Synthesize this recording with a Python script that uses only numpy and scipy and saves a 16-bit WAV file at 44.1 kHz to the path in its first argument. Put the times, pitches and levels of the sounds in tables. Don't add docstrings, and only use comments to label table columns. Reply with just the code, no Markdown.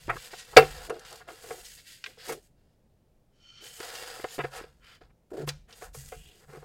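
import sys
import numpy as np
from scipy import signal
from scipy.fft import rfft, irfft
from scipy.io import wavfile
from scipy.ndimage import uniform_filter1d

SR = 44100
rng = np.random.default_rng(int(sys.argv[2]) if len(sys.argv) > 2 else 0)


def inscribe(sig):
    pcm = np.round(np.clip(np.atleast_2d(sig).T, -1, 1) * 32767)
    wavfile.write(sys.argv[1], SR, pcm.astype(np.int16))


N = 292824
TIME = np.arange(N) / SR


def undb(db):
    return 10 ** (np.asarray(db) / 20)


def unit(x):
    return x / np.sqrt(np.mean(x ** 2) + 1e-18)


def burst(x, db):
    return x * undb(db) / np.sqrt(np.sum(x ** 2) / (SR / 100) + 1e-18)


def add(out, s, x):
    i = max(int(s * SR), 0)
    out[i:i + len(x)] += x[:max(N - i, 0)]


def cut(x, hz, kind, order=2):
    sos = signal.butter(order, min(hz, SR / 2 - 1000), kind, fs=SR, output="sos")
    return signal.sosfilt(sos, x)


def resonate(x, hz, width_hz):
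    return signal.lfilter(*signal.iirpeak(hz, hz / width_hz, fs=SR), x)


def through(x, resonances, body):
    ringing = sum(undb(db) * resonate(x, hz, width) for hz, width, db in resonances)
    return unit(ringing) + body * unit(x)


def colour(x, points):
    hz, db = np.transpose(points)
    bins = np.maximum(np.fft.rfftfreq(len(x), 1 / SR), 1)
    gain = undb(np.interp(np.log(bins), np.log(hz), db))
    return unit(irfft(rfft(x) * gain, len(x)))


def walk(rate):
    k = int(SR / rate)
    steps = np.repeat(rng.standard_normal(N // k + 1), k)
    return unit(uniform_filter1d(uniform_filter1d(steps, k), k)[:N])


def crackle(n, grain_db):
    sizes = np.minimum(rng.exponential(size=n), 5)
    return rng.standard_normal(n) * undb(grain_db * sizes)


# (pitch [Hz], relative level [dB], time to fade by 60 dB [s])
BED_MODES = [(137, -19, 0.39), (194, -30.5, 0.21), (249, -28.5, 0.22), (294.8, -21.5, 0.61),
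             (390, -13.5, 0.37), (449.5, 4.5, 0.23), (501, 1, 0.19), (725, -0.5, 0.18), (766, -5.5, 0.26),
             (1094, -6.5, 0.09), (1168.6, -10.5, 0.13), (1284.6, -5.5, 0.107), (1349, -12, 0.2),
             (1426, -8, 0.16), (1483, -11, 0.17), (1635.6, -6, 0.094), (1817, -9.5, 0.11),
             (1907, -12.5, 0.04), (2090, -6, 0.071), (2427, -12, 0.11), (2340, -8.5, 0.064),
             (2700, -13, 0.22), (2570, -14.5, 0.084), (3640, -15, 0.059), (3752, -13, 0.063),
             (3650, -14.5, 0.057), (3670, -12, 0.068), (4579, -12, 0.07), (4540, -15, 0.067),
             (4902, -12.5, 0.063)]
# (frequency [Hz], relative level [dB per Hz])
CLATTER_TONE = [(100, -14.5), (200, -18.5), (300, -10), (450, 4.5), (750, 6.5), (1300, -4.5), (2200, 0.5),
                (3100, -5.5), (3900, -13.5), (4700, -8.5), (6000, -22), (16000, -21)]


def bed_response(clatter_db=-7, clatter_t60=0.075, room_db=-25, room_t60=0.53):
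    t = TIME[:SR // 2]

    def fade(t60):
        return np.exp(-np.log(1000) * t / t60)

    modes = np.zeros(len(t))
    for k, (hz, db, t60) in enumerate(BED_MODES):
        modes += (-1) ** k * undb(db) * fade(t60) * np.sin(2 * np.pi * hz * t)
    clatter = colour(rng.standard_normal(len(t)), CLATTER_TONE) * fade(clatter_t60)
    room = colour(rng.standard_normal(len(t)), CLATTER_TONE) * fade(room_t60)
    return burst(modes, 0) + burst(clatter, clatter_db) + burst(room, room_db)


def damped(ring_s, thud_hz=370, thud_s=0.0037, thud_db=-5):
    response = bed_response()
    t = TIME[:len(response)]
    thud = burst(np.sin(2 * np.pi * thud_hz * t) * np.exp(-t / thud_s), thud_db)
    return response * np.exp(-t / ring_s) + thud * np.exp(-ring_s / 0.023)


# (average delay [s], gain [times])
NEAR_ECHOES = [(.0009, 0.019), (.0023, -0.29), (.0037, .35), (.0058, .25)]


def near_echoes(x, drift=0.038):
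    out = x
    for delay, gain in NEAR_ECHOES:
        lag = np.round(SR * delay * (1 + drift * walk(3))).astype(int)
        out = out + gain * x[np.clip(np.arange(N) - lag, 0, N - 1)]
    return out / np.sqrt(1 + sum(gain ** 2 for _, gain in NEAR_ECHOES))


SAG_DB_PER_S = 4.5


def stroke(start, length, rise, coast, ease=1.4):
    t = np.maximum(TIME - start, 0)
    gather = np.sin(np.pi / 2 * np.minimum(t / rise, 1)) ** ease
    return gather * undb(-SAG_DB_PER_S * t) * np.exp(-np.maximum(t - length, 0) / coast)


# (frequency [Hz], relative level [dB per Hz])
ROOM_TONE = [(12, -21.5), (20, 0.5), (33, -15), (120, -8), (195, -15), (229, -13.5), (255, -19),
             (608, -22.5), (1130, -35), (1660, -39), (13000, -47.5)]
ROOM_DB = -66


def room_air():
    return undb(ROOM_DB) * colour(rng.standard_normal(N), ROOM_TONE)


# (middle time [s], length [s], sway of the desk at its height [dB])
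HAND_LEANS = [(0.11, 0.22, -47), (0.695, 0.42, -47), (1.05, 0.7, -64.5), (1.649, 0.42, -66),
              (2.4, 0.41, -67), (4.03, 0.3, -68), (4.695, 0.58, -62.5), (5.06, 0.38, -65.5),
              (5.503, 0.43, -51.5), (6.057, 0.61, -50.5), (6.588, 0.41, -60.5)]
REST_DB = -76
# (time [s], pitch [Hz], level before the swell and fade [dB])
LOW_THUMPS = [(0.081, 120, -37.5), (0.571, 145.7, -25), (0.572, 92, -37), (4.385, 143.7, -36.5),
              (4.435, 138.2, -38.5), (5.388, 148.3, -40.5), (5.428, 144.5, -34.5), (5.469, 142.5, -36.5),
              (5.968, 136.3, -41), (2.299, 147.8, -48.5), (6.16, 142.4, -53), (6.485, 143, -48),
              (6.57, 145, -45.5)]


def low_booms(boom_hz=145, boom_t60=0.27, push_s=0.006, boom_db=-10):
    sway = undb(REST_DB)
    for s, length, db in HAND_LEANS:
        sway = sway + undb(db) * np.cos(np.pi * np.clip((TIME - s) / length, -.5, .5))
    weight = rng.standard_normal(N)
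    desk = resonate(weight, 40, 9) + .5 * resonate(weight, 66, 4.7)
    desk = unit(cut(desk, 100, "low"))
    bed = unit(cut(resonate(weight, boom_hz, 22), 190, "low", order=4))
    out = sway * (desk + undb(boom_db) * bed)
    t = TIME[:SR // 2]
    swell = np.exp(-np.log(1000) * t / boom_t60) * (1 - np.exp(-t / push_s))
    for s, hz, db in LOW_THUMPS:
        add(out, s, undb(db) * np.sqrt(2) * swell * np.sin(2 * np.pi * hz * t))
    return out


# (start time [s], length [s], rise [s], level before the push's shape [dB], starting centre [Hz],
#  glide in the first half second [Hz per s], width [Hz])
LIGHT_BRUSHES = [(3.926, 0.27, .06, -54.5, 4850, -1, 450), (4.252, 0.1, .07, -55, 6980, 598, 700),
                 (6.03, 0.29, 0.27, -59, 2750, 1100, 750)]
BRUSH_COAST_S = 0.031


def brushes():
    out = np.zeros(N)
    for start, length, rise, db, centre_hz, glide, width_hz in LIGHT_BRUSHES:
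        hz = centre_hz + glide * np.clip(TIME - start, 0, .5)
        carrier = np.cos(2 * np.pi * np.cumsum(hz) / SR)
        band = unit(cut(crackle(N, grain_db=4), width_hz / 2, "low") * carrier)
        out += undb(db) * stroke(start, length, rise, BRUSH_COAST_S) * band
    return out


# (pitch [Hz], width [Hz], relative level [dB])
EDGE_RESONANCES = [(1380, 55, -9), (2420, 48, -11), (3060, 55, 3), (4370, 82, -6), (5500, 70, -10),
                   (6310, 110, -17)]
# (middle time [s], length [s], level before the swell [dB], top edge [Hz], share of plain scrape [times])
FINGER_DRAGS = [(3.421, 0.22, -71, 6460, 1.9), (3.518, .25, -55.5, 6680, .35),
                (3.632, 0.22, -53, 5980, 1.3), (3.78, 0.36, -57.5, 4880, 0.15),
                (4.902, .2, -57, 2560, 2.15), (5.71, 0.076, -63, 2588, 2.94)]


def drags():
    out, t = np.zeros(N), TIME[:SR // 2]
    for s, length, db, top_hz, scrape in FINGER_DRAGS:
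        friction = cut(crackle(len(t), grain_db=4.5), 1220, "high", order=4)
        song = through(friction, EDGE_RESONANCES, scrape)
        swell = np.sin(np.pi * np.minimum(t / length, 1))
        add(out, s - length / 2, undb(db) * swell * unit(cut(song, top_hz, "low", order=4)))
    return out


# (time [s], level before longer sounds are raised [dB], rise [s], decay [s], low edge [Hz], high edge [Hz])
SNAPS_AND_SWISHES = [(.0815, -52, 0.00045, 0.0024, 1500, 12000), (0.399, -43.5, 0.025, 0.028, 1490, 8600),
                     (0.569, -15, 0.0012, 0.0038, 1690, 4400), (0.582, -30.5, 0.013, 0.015, 6093, 16000),
                     (0.9, -46.5, 0.0036, 0.0041, 2000, 10200), (0.995, -51.5, 0.00036, 0.0014, 1980, 8400),
                     (1.051, -48.5, 0.00085, 0.0064, 880, 5700), (1.108, -53, 0.00056, 0.0034, 3000, 9800),
                     (1.127, -49, .0005, 0.0025, 2960, 9900), (1.158, -54, 0.0012, 0.0056, 4000, 10000),
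                     (1.653, -46, 0.0077, 0.027, 3000, 7040), (2.041, -36, .0008, 0.0028, 1780, 3800),
                     (2.0623, -38, 0.0016, 0.004, 1805, 2200), (2.3, -41, 0.02, 0.01, 1780, 13100),
                     (2.325, -41, 0.0037, 0.0088, 1771, 12600), (3.8025, -44, .0004, .0015, 900, 8000),
                     (3.957, -42, .008, .008, 2487, 6003), (4.352, -44.5, 0.037, 0.023, 3150, 13000),
                     (4.579, -45, 0.046, 0.015, 2520, 10700), (5.485, -41, 0.011, .008, 1500, 14900),
                     (5.4912, -31, 0.0028, 0.0058, 1890, 5800), (5.707, -58.5, 0.00059, 0.0033, 1390, 5090),
                     (5.7271, -50, 0.0011, 0.0084, 2520, 4970), (5.826, -55, 0.0026, 0.023, 2024, 11200),
                     (5.947, -49.5, 0.0033, 0.045, 4020, 13200), (6.503, -66, 0.00065, 0.0038, 1164, 7900),
                     (6.533, -63, 0.00044, 0.0035, 1200, 8060)]


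def snaps_and_swishes(tail_db=-24, tail_s=0.05):
    out, t = np.zeros(N), TIME[:SR // 3] - .1
    after = np.maximum(t, 0)
    for s, db, rise, decay, low_hz, high_hz in SNAPS_AND_SWISHES:
        swell = np.exp(-(np.minimum(t, 0) / rise) ** 2)
        fade = np.exp(-after / decay) + undb(tail_db) * np.exp(-after / tail_s)
        sound = cut(crackle(len(t), grain_db=3.5) * swell * fade, low_hz, "high", order=3)
        sound = cut(sound, high_hz, "low", order=3)
        add(out, s + t[0], burst(sound, db) * np.sqrt(1 + (rise + decay) / 0.064))
    return out


# (middle time [s], length [s], level before scaling by length [dB],
#  approximate slip rate [per s], low edge [Hz], high edge [Hz])
EDGE_RASPS = [(0.088, 0.022, -37.5, 350, 815, 1520), (0.099, 0.024, -23.5, 596, 1600, 1900),
              (0.13, 0.038, -40.5, 380, 595, 2270), (0.163, 0.012, -36.5, 380, 1190, 1850),
              (0.334, 0.012, -39, 328, 830, 1660), (0.533, .034, -45, 234, 912, 1340),
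              (1.133, 0.07, -50, 260, 820, 1166), (1.213, 0.028, -48.5, 320, 1295, 1690),
              (1.295, 0.056, -43.5, 250, 810, 1790), (0.926, 0.15, -43.5, 218, 301, 750),
              (1.526, 0.16, -48, 250, 380, 850), (2.088, 0.062, -58, 250, 304, 688),
              (2.307, 0.082, -38.5, 249, 246, 2400), (2.338, .13, -48.5, 240, 280, 650),
              (1.321, 0.043, -53, 262, 200.5, 380), (3.635, 0.078, -57.5, 296, 380, 650),
              (4.322, 0.076, -57.5, 280, 900, 1200), (4.403, 0.041, -32, 282, 870, 2780),
              (4.443, .018, -31.5, 258, 650, 2670), (4.583, 0.062, -51, 370, 1280, 5200),
              (5.316, 0.0096, -35, 280, 201, 622), (5.342, 0.036, -37.5, 267, 203, 560),
              (5.381, 0.047, -36, 176, 201, 609), (5.413, 0.055, -36.5, 173, 200, 546),
              (5.102, .02, -67.5, 430, 700, 2960), (5.692, 0.0082, -55, 470, 1200, 2020),
              (6.324, 0.27, -66.5, 200, 300, 749), (6.5, 0.025, -53.5, 214, 350, 2010),
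              (6.545, 0.055, -46, 140, 300, 1895)]


def rasps(jitter=0.29, scatter_db=3, grit=0.25, ring_s=0.01):
    out, t = np.zeros(N), TIME[:SR // 4]
    for s, length, db, rate, low_hz, high_hz in EDGE_RASPS:
        gap, size = rng.standard_normal((200, 2)).T
        slips = np.cumsum(np.exp(jitter * gap)) / rate
        force = np.histogram(slips, len(t), (0, t[-1]), weights=undb(scatter_db * size))[0]
        force = unit(force) + grit * rng.standard_normal(len(t))
        force *= np.sin(np.pi * np.minimum(t / length, 1))
        sound = cut(signal.fftconvolve(force, damped(ring_s)), low_hz, "high")
        sound = cut(sound, high_hz, "low", order=4)
        add(out, s - length / 2, burst(sound, db) * np.sqrt(length / 0.018))
    return out


def crinkle(rate=160, size_db=2, grain_s=.0015):
    catches = (rng.random(N) < rate / SR) * undb(size_db * np.minimum(rng.exponential(size=N), 2))
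    return unit(1 + .5 * signal.lfilter([1], [1, -np.exp(-1 / (grain_s * SR))], catches))


# (pitch [Hz], width [Hz], relative level [dB])
STACK_RESONANCES = [(1020, 42, -8), (1590, 380, 4), (1880, 220, -1), (2670, 36, -2), (2790, 59, -4.5),
                    (4874, 850, -5.5), (6720, 480, -2), (8000, 450, -4)]
# (frequency [Hz], relative level [dB per Hz])
HISS_TONE = [(900, -30.5), (2000, -10.5), (4000, -8.5), (5500, -3.5), (7500, 1), (10000, -2), (13000, -4),
             (16000, -9.5)]
# (frequency [Hz], relative level [dB per Hz])
RUSTLE_TONE = [(900, -27), (1500, -10.5), (1900, -5), (2400, -2), (3300, 2.5), (4900, 0), (6000, -9),
               (9000, -22)]
# (frequency [Hz], relative level [dB per Hz])
RUB_TONE = [(500, -22), (800, -2.5), (1100, 1.5), (1700, 1), (2200, -7.5), (3000, -10.5), (6000, -41)]
# (start time [s], length [s], rise [s], coast [s],
#  then relative levels: rustle [dB], hiss of the faces [dB], rub on the bed [dB])
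SHEET_STROKES = [(0.0, 0.095, 0.0014, 0.15, -58, -58.5, -66), (0.092, 0.17, 0.14, 0.044, -49.5, -48, -57),
                 (0.294, 0.095, 0.028, 0.083, -49.5, -53.5, -57.5),
                 (0.455, 0.15, 0.034, .02, -56, -56, -56.5),
                 (0.564, 0.31, 0.027, 0.0099, -50, -50.5, -47.5),
                 (0.905, 0.18, 0.021, 0.032, -59, -64.5, -55), (1.037, 0.16, 0.035, 0.023, -54.5, -56, -58),
                 (1.232, 0.046, .01, .02, -69, -77.5, -66), (1.273, 0.13, 0.0093, 0.025, -57, -56, -57.5),
                 (1.382, 0.22, 0.066, 0.063, -55, -49.5, -54.5),
                 (1.619, 0.095, 0.031, 0.1, -54.5, -49.5, -76.5),
                 (1.769, 0.028, .012, 0.017, -52.5, -68, -68),
                 (1.835, 0.095, 0.062, 0.067, -51.5, -52, -77),
                 (2.033, 0.066, 0.029, 0.047, -56, -57.5, -64), (2.163, 0.083, 0.044, .03, -51, -59, -61),
                 (2.222, 0.081, .055, 0.039, -48, -46.5, -51.5),
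                 (2.414, .05, 0.017, 0.022, -74.5, -66, -86), (2.55, 0.15, .04, .1, -83, -88, -83.5),
                 (3.601, .085, 0.076, 0.047, -52, -47.5, -59.5),
                 (3.684, .12, 0.075, 0.047, -55.5, -49, -64), (3.764, 0.34, 0.072, 0.21, -47, -46, -45.5),
                 (4.255, 0.11, 0.04, .02, -51, -54, -56.5),
                 (4.389, 0.085, 0.026, 0.024, -58.5, -57.5, -47.5),
                 (4.496, 0.081, 0.096, 0.044, -47.5, -55, -40),
                 (4.817, 0.14, 0.057, 0.017, -60, -68, -69.5), (5.007, 0.016, .005, 0.034, -66.5, -79, -60),
                 (5.301, 0.017, 0.0063, .006, -71, -67, -58), (5.329, 0.027, .008, .006, -63, -62, -54.5),
                 (5.362, 0.059, 0.013, 0.021, -57.5, -58, -49), (5.476, 0.021, 0.011, 0.024, -63, -83, -42),
                 (5.678, 0.065, 0.018, 0.028, -66.5, -65, -61.5),
                 (5.721, 0.099, .07, 0.019, -62, -53.5, -62),
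                 (5.807, 0.046, .015, 0.024, -61, -51.5, -47.5), (5.928, 0.094, .02, 0.21, -61.5, -50, -65),
                 (6.192, 0.24, 0.049, 0.021, -66.5, -64, -74),
                 (6.395, 0.048, 0.019, 0.028, -72.5, -69.5, -65),
                 (6.464, 0.14, .05, 0.063, -66.5, -63, -58)]
HISS_DB, RUB_DB, RING_DB = -2, -3, -4


def sliding(flutter_db=0.88):
    hiss, rustle, rub = np.zeros((3, N))
    for start, length, rise, coast, rustle_db, hiss_db, rub_db in SHEET_STROKES:
        speed = stroke(start, length, rise, coast)
        hiss = np.maximum(hiss, undb(hiss_db) * speed)
        rustle = np.maximum(rustle, undb(rustle_db) * speed)
        rub = np.maximum(rub, undb(rub_db) * speed)

    faces = colour(through(crackle(N, grain_db=2.5), STACK_RESONANCES, body=3), HISS_TONE)
    stack = colour(through(crackle(N, grain_db=3.5), STACK_RESONANCES, body=1.8), RUSTLE_TONE)
    in_air = undb(HISS_DB) * hiss * faces * undb(flutter_db * walk(50))
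    in_air += rustle * stack * undb(flutter_db * walk(50))

    driven = signal.fftconvolve(crackle(N, grain_db=4.5), damped(0.11))[:N]
    rubbing = colour(unit(driven) + unit(crackle(N, grain_db=5.0)), RUB_TONE)
    short_tap = damped(.016, thud_hz=450, thud_db=-8)
    ringing = signal.fftconvolve(crackle(N, grain_db=3), short_tap)[:N]
    ringing = unit(cut(ringing, 800, "low", order=4))
    in_bed = rub * (undb(RUB_DB) * rubbing + undb(RING_DB) * ringing) * undb(flutter_db * walk(50))
    return (near_echoes(in_air) + in_bed) * crinkle()


# (time [s], level [dB], contact brightness [Hz], time over which the sheets land [s],
#  ring left by the hand [s])
BED_KNOCKS = [(0.081, -36.5, 700, 0.0034, 0.003), (0.157, -44, 3000, .003, 0.0026),
              (0.332, -50, 2500, .004, 0.0038), (0.565, -14, 2530, 0.0041, 0.017),
              (.5686, 1, 3530, 0.0051, .05), (.587, -11, 497, 0.007, 0.035),
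              (.622, -25.5, 2000, 0.0073, 0.023), (.632, -29, 900, 0.011, 0.021),
              (0.897, -35, 1500, 0.0068, 0.0099), (0.9014, -27.5, 593, 0.0011, 0.039),
              (0.956, -50, 692, 0.0035, .05), (1.2875, -44, 2440, 0.0034, 0.0086),
              (1.438, -43, 900, 0.012, 0.12), (1.5066, -33, 598.5, 0.0014, 0.038),
              (2.173, -51.5, 500.4, 0.0053, 0.05), (2.2935, -30.5, 1190, 0.0039, 0.024),
              (2.320, -36, 992.5, 0.0035, 0.026), (3.802, -37.5, 2000, 0.0017, 0.014),
              (4.1967, -41.5, 1290, 0.0079, 0.009), (4.2421, -28.5, 2590, 0.00059, 0.015),
              (4.382, -36.5, 900, 0.0017, 0.0047), (4.389, -28.5, 900, 0.0042, 0.0094),
              (4.441, -32.5, 790, 0.0052, 0.0092), (4.612, -45.5, 1500, 0.0027, 0.0028),
              (4.638, -45.5, 2440, 0.0019, .012), (5.014, -52, 2497, 0.0028, 0.0096),
              (5.476, -35, 2500, 0.0036, 0.0094), (5.822, -39, 1714, .003, 0.023),
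              (5.946, -44.5, 2034, 0.0036, 0.033), (6.1199, -37, 1480, 0.014, 0.06),
              (6.572, -45, 696, .002, 0.011), (6.625, -48, 694, .007, 0.02)]


def knocks(straggle=0.79):
    out, t = np.zeros(N), TIME[:SR // 10]
    for s, db, bright_hz, spread, ring_s in BED_KNOCKS:
        sheets = cut(rng.standard_normal(len(t)), 890, "high") * np.exp(-t / spread)
        force = straggle * sheets / np.linalg.norm(sheets)
        force[0] += 1
        force = cut(force, bright_hz, "low", order=1)
        add(out, s, burst(signal.fftconvolve(force, damped(ring_s)), db))
    return out


def scene():
    paper_in_air = near_echoes(snaps_and_swishes() + brushes())
    mix = room_air() + low_booms() + paper_in_air + drags() + rasps() + sliding() + knocks()
    return mix[None]


TOP_HZ = 15900


def record(dry):
    clipped = np.clip(dry, -1, 1)
    return signal.sosfilt(signal.ellip(10, .1, 70, TOP_HZ, fs=SR, output="sos"), clipped)


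dry = scene()
out = record(dry)
inscribe(out)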